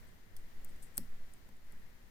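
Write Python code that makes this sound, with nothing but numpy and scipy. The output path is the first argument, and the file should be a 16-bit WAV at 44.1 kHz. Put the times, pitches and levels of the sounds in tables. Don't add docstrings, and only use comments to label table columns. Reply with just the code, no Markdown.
import sys
import numpy as np
from scipy import signal
from scipy.fft import rfft, irfft
from scipy.io import wavfile

SR = 44100
rng = np.random.default_rng(int(sys.argv[2]) if len(sys.argv) > 2 else 0)


def digitize_waveform(pressure):
    field = np.atleast_2d(pressure).T
    bounded = np.clip(field, -1, 1)
    quanta = np.round(bounded * 32767).astype(np.int16)
    wavfile.write(sys.argv[1], SR, quanta)


N = 92610

# pitch_hz, left_db, right_db, t60_s
METAL_MODES = [(7160, -28, -15, 0.014), (7820, -6, -28, 0.0052), (8330, -5.5, -13, 0.0065),
               (8860, -1, -34, 0.0049), (10420, -5, -2, 0.006), (11240, -5.5, -22, .006),
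               (11900, -1, -23, 0.0051), (13460, -13, -19, 0.0062), (14800, -7, -2, 0.0022),
               (14650, 1.5, -9, .005), (15000, -7, -10, 0.0046)]


def amp(db):
    return 10 ** (np.asarray(db) / 20)


def add(track, start_s, sound):
    i = int(start_s * SR)
    track[..., i:i + sound.shape[-1]] += sound[..., :N - i]


def fade(t, t60):
    return np.exp(-np.log(1000) * t / t60)


def colour(x, table):
    hz, *sides = np.array(table, float).T
    log_hz = np.log(np.maximum(np.fft.rfftfreq(x.shape[-1], 1 / SR), 1e-3))
    gain = amp([np.interp(log_hz, np.log(hz), db) for db in sides])
    return irfft(rfft(x) * gain, x.shape[-1])


def envelope(table):
    times, *levels = np.array(table).T
    return np.array([amp(np.interp(np.arange(N) / SR, times, db)) for db in levels])


def spread(pair, side_db=-4):
    return pair[0] + amp(side_db) * pair[1] * np.array([[1], [-1]])


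def background():
    # freq_hz, level_db
    rumble_colour = [(20, -76), (60, -86), (110, -89), (145, -93.5), (168, -91.5), (195, -93.5), (230, -91),
                     (300, -101), (360, -99), (600, -106), (2000, -130)]
    # freq_hz, left_db, right_db
    hiss_colour = [(100, -101, -101), (304, -100, -101), (577, -101, -102), (1130, -102, -104),
                   (1960, -104, -106.5), (2960, -107, -108), (4970, -110, -110), (4940, -107.5, -110.5),
                   (5130, -112, -111), (7050, -114, -112), (8200, -117, -116), (8900, -112.5, -117),
                   (10100, -115, -118), (13000, -113, -115), (13800, -110.5, -111), (15200, -111, -111.5),
                   (15850, -140, -140)]
    # time_s, rumble_db, hiss_db
    drift = [(0, 0, 1.5), (.3, 0, -2), (.45, -0.5, 0.7), (.75, 3, 2), (.95, 1, .5), (1.25, 1.5, 1),
             (1.4, 0, 0), (1.6, -4.5, -2), (1.7, -1, 0), (2.1, -1, -1.5)]
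    # freq_hz, level_db
    handling_colour = [(4, -68), (12, -69), (20, -71), (33, -82.5), (52, -79.5), (75, -93), (120, -100),
                       (300, -125)]
    # time_s, gain_db
    handling_level = [(0, 7), (.13, -17), (.33, -12), (.385, 2), (.5, -3.5), (.62, -1.5), (.8, 1.5),
                      (.94, -12), (.99, 13.5), (1.08, -2.5), (1.26, -6), (1.42, -3.5), (1.58, -6.5),
                      (1.66, -1.5), (1.84, -1), (1.95, -6), (2.1, 0.5)]
    # freq_hz, level_db
    band_colour = [(900, -120), (1500, -102), (1880, -95), (2200, -101), (2800, -120)]
    # time_s, gain_db
    band_level = [(0, 2.5), (.2, -1.5), (.42, 0), (.8, 1), (1.25, 0), (1.6, -4), (1.7, 2), (2.1, -2.5)]
    noise = rng.standard_normal((7, N)) * np.sqrt(SR / 2)
    rumble_gain, hiss_gain = envelope(drift)
    rumble = spread(colour(noise[:2], rumble_colour)) * rumble_gain
    handling = spread(colour(noise[2:4], handling_colour)) * envelope(handling_level)
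    hiss = colour(noise[4:6], hiss_colour) * hiss_gain
    band = colour(noise[6], band_colour) * envelope(band_level) * np.array([[1], [0]])
    return (rumble + handling) * amp([[.6], [-.6]]) + hiss + band


def hand_sway(rate_hz=4.5, unevenness=0.191):
    # time_s, level_db
    sway_level = [(0, -60), (.33, -55), (.39, -30.5), (.5, -50), (.6, -35), (.75, -37), (.93, -53.5),
                  (1.1, -33), (1.22, -33.5), (1.36, -53.5), (1.6, -44.5), (1.8, -39), (2.0, -65.5)]
    t = np.arange(N) / SR
    knots = np.arange(0, t[-1] + 1, 1 / rate_hz)
    wander = np.interp(t, knots, rng.standard_normal(N)[:len(knots)])
    hz = rate_hz * np.exp(unevenness * wander)
    return envelope(sway_level) * np.sin(2 * np.pi * np.cumsum(hz) / SR)


def room(x, t60_s=0.3, delay_s=0.0071, gain_db=-25):
    # freq_hz, left_db, right_db
    tail_colour = [(300, 3, 1), (2000, -12, -3), (3460, -10, -26), (5500, 10, 1), (6650, -45, -4),
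                   (8100, 2, 9), (9500, -2, -3), (9800, 9, -7), (11500, 4, 0), (13000, 2, 8.5),
                   (15200, 7, -6), (16200, -22, -25)]
    t = np.arange(SR // 2) / SR
    decay = fade(t, t60_s) ** 2 * (t > delay_s)
    energy = np.abs(signal.fftconvolve(x ** 2, decay / decay.sum())[:N])
    return amp(gain_db) * colour(rng.standard_normal((2, N)) * np.sqrt(energy), tail_colour)


def near_reflections(x, t60_s=.028, delay_s=.0014, gain_db=-18):
    # freq_hz, left_db, right_db
    echo_colour = [(300, 2, 2), (3000, 5, 5), (5500, 3, 4), (7300, -1, 1), (8700, -1, -7), (9600, -2, -13),
                   (11500, -3, -11), (15000, 1, -1)]
    t = np.arange(SR // 2) / SR
    tail = rng.standard_normal((2, len(t))) * fade(t, t60_s) * (t > delay_s)
    tail *= amp(gain_db) / np.sqrt(np.sum(tail ** 2, axis=1, keepdims=True))
    return colour(signal.fftconvolve(x[None], tail, axes=1)[:, :N], echo_colour)


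def blade(x, gain_db=-25.5, right_db=-7):
    # pitch_hz, level_db, t60_s
    blade_modes = [(7160, -42, .2), (7960, -31, .2), (8410, -29, .15), (8555, -30, .15), (8665, -30, .15),
                   (8985, -30, .2), (9165, -33, .15), (11000, -33, .14), (11400, -30, .16)]
    t = np.arange(SR // 3) / SR
    response = sum(amp(db) * np.sin(2 * np.pi * hz * t + rng.uniform(0, 2 * np.pi, (2, 1))) * fade(t, t60)
                   for hz, db, t60 in blade_modes)
    response *= amp([[gain_db], [gain_db + right_db]]) / np.sqrt(np.sum(response[0] ** 2))
    return signal.fftconvolve(x[None], response, axes=1)[:, :N]


def knocks(thud_t60_s=0.021, body_lag_s=.002, table_lag_s=.009, pivot_hz=230, rise_cycles=.6):
    # start_s, level_db, tilt_db_per_octave, thud_db
    jolts = [(0.9795, -38.5, 2.5, -1), (1.4890, -54, 2, 8), (1.7284, -57.5, 6, -11)]
    # freq_hz, gain_db
    thud_colour = [(100, -1), (250, -8), (900, 4.5), (1400, -13), (2600, -11), (4000, -30)]
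    # pitch_hz, level_db, t60_s
    body_modes = [(128.5, -3, 0.061), (218.5, 6, 0.04), (353, -9.5, 0.045), (546, -13, 0.043),
                  (857, -18, 0.029)]
    # pitch_hz, level_db, t60_s
    table_modes = [(166.7, -7, .24), (231.8, -6.5, 0.21), (269, -13, 0.17)]
    out, t = np.zeros(N), np.arange(SR // 2) / SR
    for start, db, tilt, thud_db in jolts:
        thud = colour(rng.standard_normal(len(t)), thud_colour)[0] * fade(t, thud_t60_s)
        add(out, start, amp(db + thud_db) * thud)
        for modes, lag_s in (body_modes, body_lag_s), (table_modes, table_lag_s):
            for hz, mode_db, t60 in modes:
                size = amp(db + mode_db + tilt * np.log2(hz / pivot_hz))
                rise = 1 - np.exp(-t * hz / rise_cycles)
                add(out, start + lag_s, size * np.sin(2 * np.pi * hz * t) * rise * fade(t, t60))
    return out * amp([[0], [-1.5]])


def ring(modes, colour_db, t60_factor, contact_s=0.00019, detune=0.0016):
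    colour_hz = [7500, 8900, 11500, 14700]
    t = np.arange(SR // 20) / SR
    out = np.zeros((2, len(t)))
    for hz, left_db, right_db, t60 in modes:
        hz = hz * (1 + detune * rng.standard_normal())
        phase = np.array([[0], [rng.uniform(0, 2 * np.pi)]])
        size = amp(np.interp(hz, colour_hz, colour_db)) * amp([[left_db], [right_db]])
        out += size * np.sin(2 * np.pi * hz * (t - contact_s) + phase) * fade(t, t60 * t60_factor)
    return out * (1 - np.exp(-t / contact_s))


def scrapes(slips_per_s=4000):
    # start_s, length_s, level_db, swell_share (of the length)
    drags = [(0.054, 0.049, -73.5, 0.56), (0.379, 0.038, -74, .2), (0.67, 0.049, -72.5, 0.57),
             (0.821, 0.04, -59, 0.23), (0.844, 0.049, -71, .15), (0.931, 0.048, -65, 0.96)]
    # freq_hz, gain_db
    drag_colour = [(6000, 3), (8400, 5), (9100, 4.5), (9900, -12), (11200, 7.5), (12500, -10), (14000, -1),
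                   (15200, -8)]
    out = np.zeros((2, N))
    for start, length, db, swell in drags:
        chance, size = rng.random(N), rng.standard_normal(N)
        n = int(length * SR)
        force = np.interp(np.arange(n) / n, [0, swell, 1], [0, 1, 0])
        slips = (chance[:n] < slips_per_s / SR) * size[:n] * force
        response = ring(METAL_MODES, colour_db=[0, 0, -3, -6], t60_factor=0.92)
        sound = colour(signal.fftconvolve(slips[None], response, axes=1), drag_colour)
        left_rms = np.sqrt(np.sum(sound[0] ** 2) / n + 1e-18)
        add(out, start, sound * amp(db) / left_rms)
    return out


def pin_clicks(crack_t60_s=0.02):
    # (low, mid and top colour the ring near 7.5, 11.5 and 14.7 kHz)
    clicks = [(0.366, -46, -31, 4, 0, -7, -6, 2), (0.6471, -36, -4.5, -35, 0.5, -25.5, -34, 1.24),
              (0.694, -58, 6, -15, -8, -18, -23, 1.7), (.7630, -57, 7, -4, -16, -17, -20, 1.2),
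              (0.8239, -50, 5, -4, -13, -17, -20, 1.4), (0.8282, -40.5, 1, -6, -27, -17.5, -19, 0.75),
              (.8312, -54, 0, -10, -15, -18, -6, 1.9), (0.9695, -49, 3, 6, -14, -31, -28, 2.3),
              (0.972, -34.5, 0.5, -4, -19, -34, -49, 2.8), (0.9789, -42, 0, 17, -4, 2.5, -34, 0.92),
              (0.9791, -26.5, -6, 16, 1.5, -9, -13.5, 0.88), (1.337, -41, -6, -17, -14, -23, -32, 1.2),
              (1.489, -57, -2, -2, -4, -7, -3, 1.04), (1.568, -60, 0, -9, -8, -5.5, -14, 1.1),
              (1.7224, -53, 2, 8.5, -12, -14, -11, 1.04)]
    # freq_hz, left_db, right_db
    crack_colour = [(690, -0.5, -5), (1410, -8.5, -17), (2980, -1, -5.5), (5040, -6.5, 5.5),
                    (6040, -1.5, -1), (9400, 12, -21), (12000, -8, -3), (16000, -11, -5)]
    # pitch_hz, left_db, right_db, t60_s
    wrench_modes = [(2640, -15, -11, .005), (3330, -12, -6.5, 0.01), (4000, -9.5, -8, 0.0029),
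                    (4750, -18, -12, 0.0014), (5260, 0, -11, 0.0038), (6200, -24, 1, 0.0029),
                    (7400, -18, -13, 0.0077)]
    out, t = np.zeros((2, N)), np.arange(SR // 20) / SR
    for start, db, low_db, mid_db, top_db, crack_db, wrench_db, t60_factor in clicks:
        crack = colour(rng.standard_normal((2, len(t))), crack_colour) * fade(t, crack_t60_s * t60_factor)
        pick = ring(METAL_MODES, [low_db, 0, mid_db, top_db], t60_factor)
        wrench = ring(wrench_modes, [0, 0, 0, 0], t60_factor)
        add(out, start, amp(db) * (pick + amp(wrench_db) * wrench + amp(crack_db) * crack))
    return out


def scene():
    metal = pin_clicks() + scrapes()
    left = metal[0]
    return metal + near_reflections(left) + room(left) + knocks() + background() + blade(left) + hand_sway()


def record(dry, top_hz=16500):
    return signal.sosfilt(signal.ellip(10, .1, 80, top_hz, fs=SR, output="sos"), dry)


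dry = scene()
out = record(dry)
digitize_waveform(out)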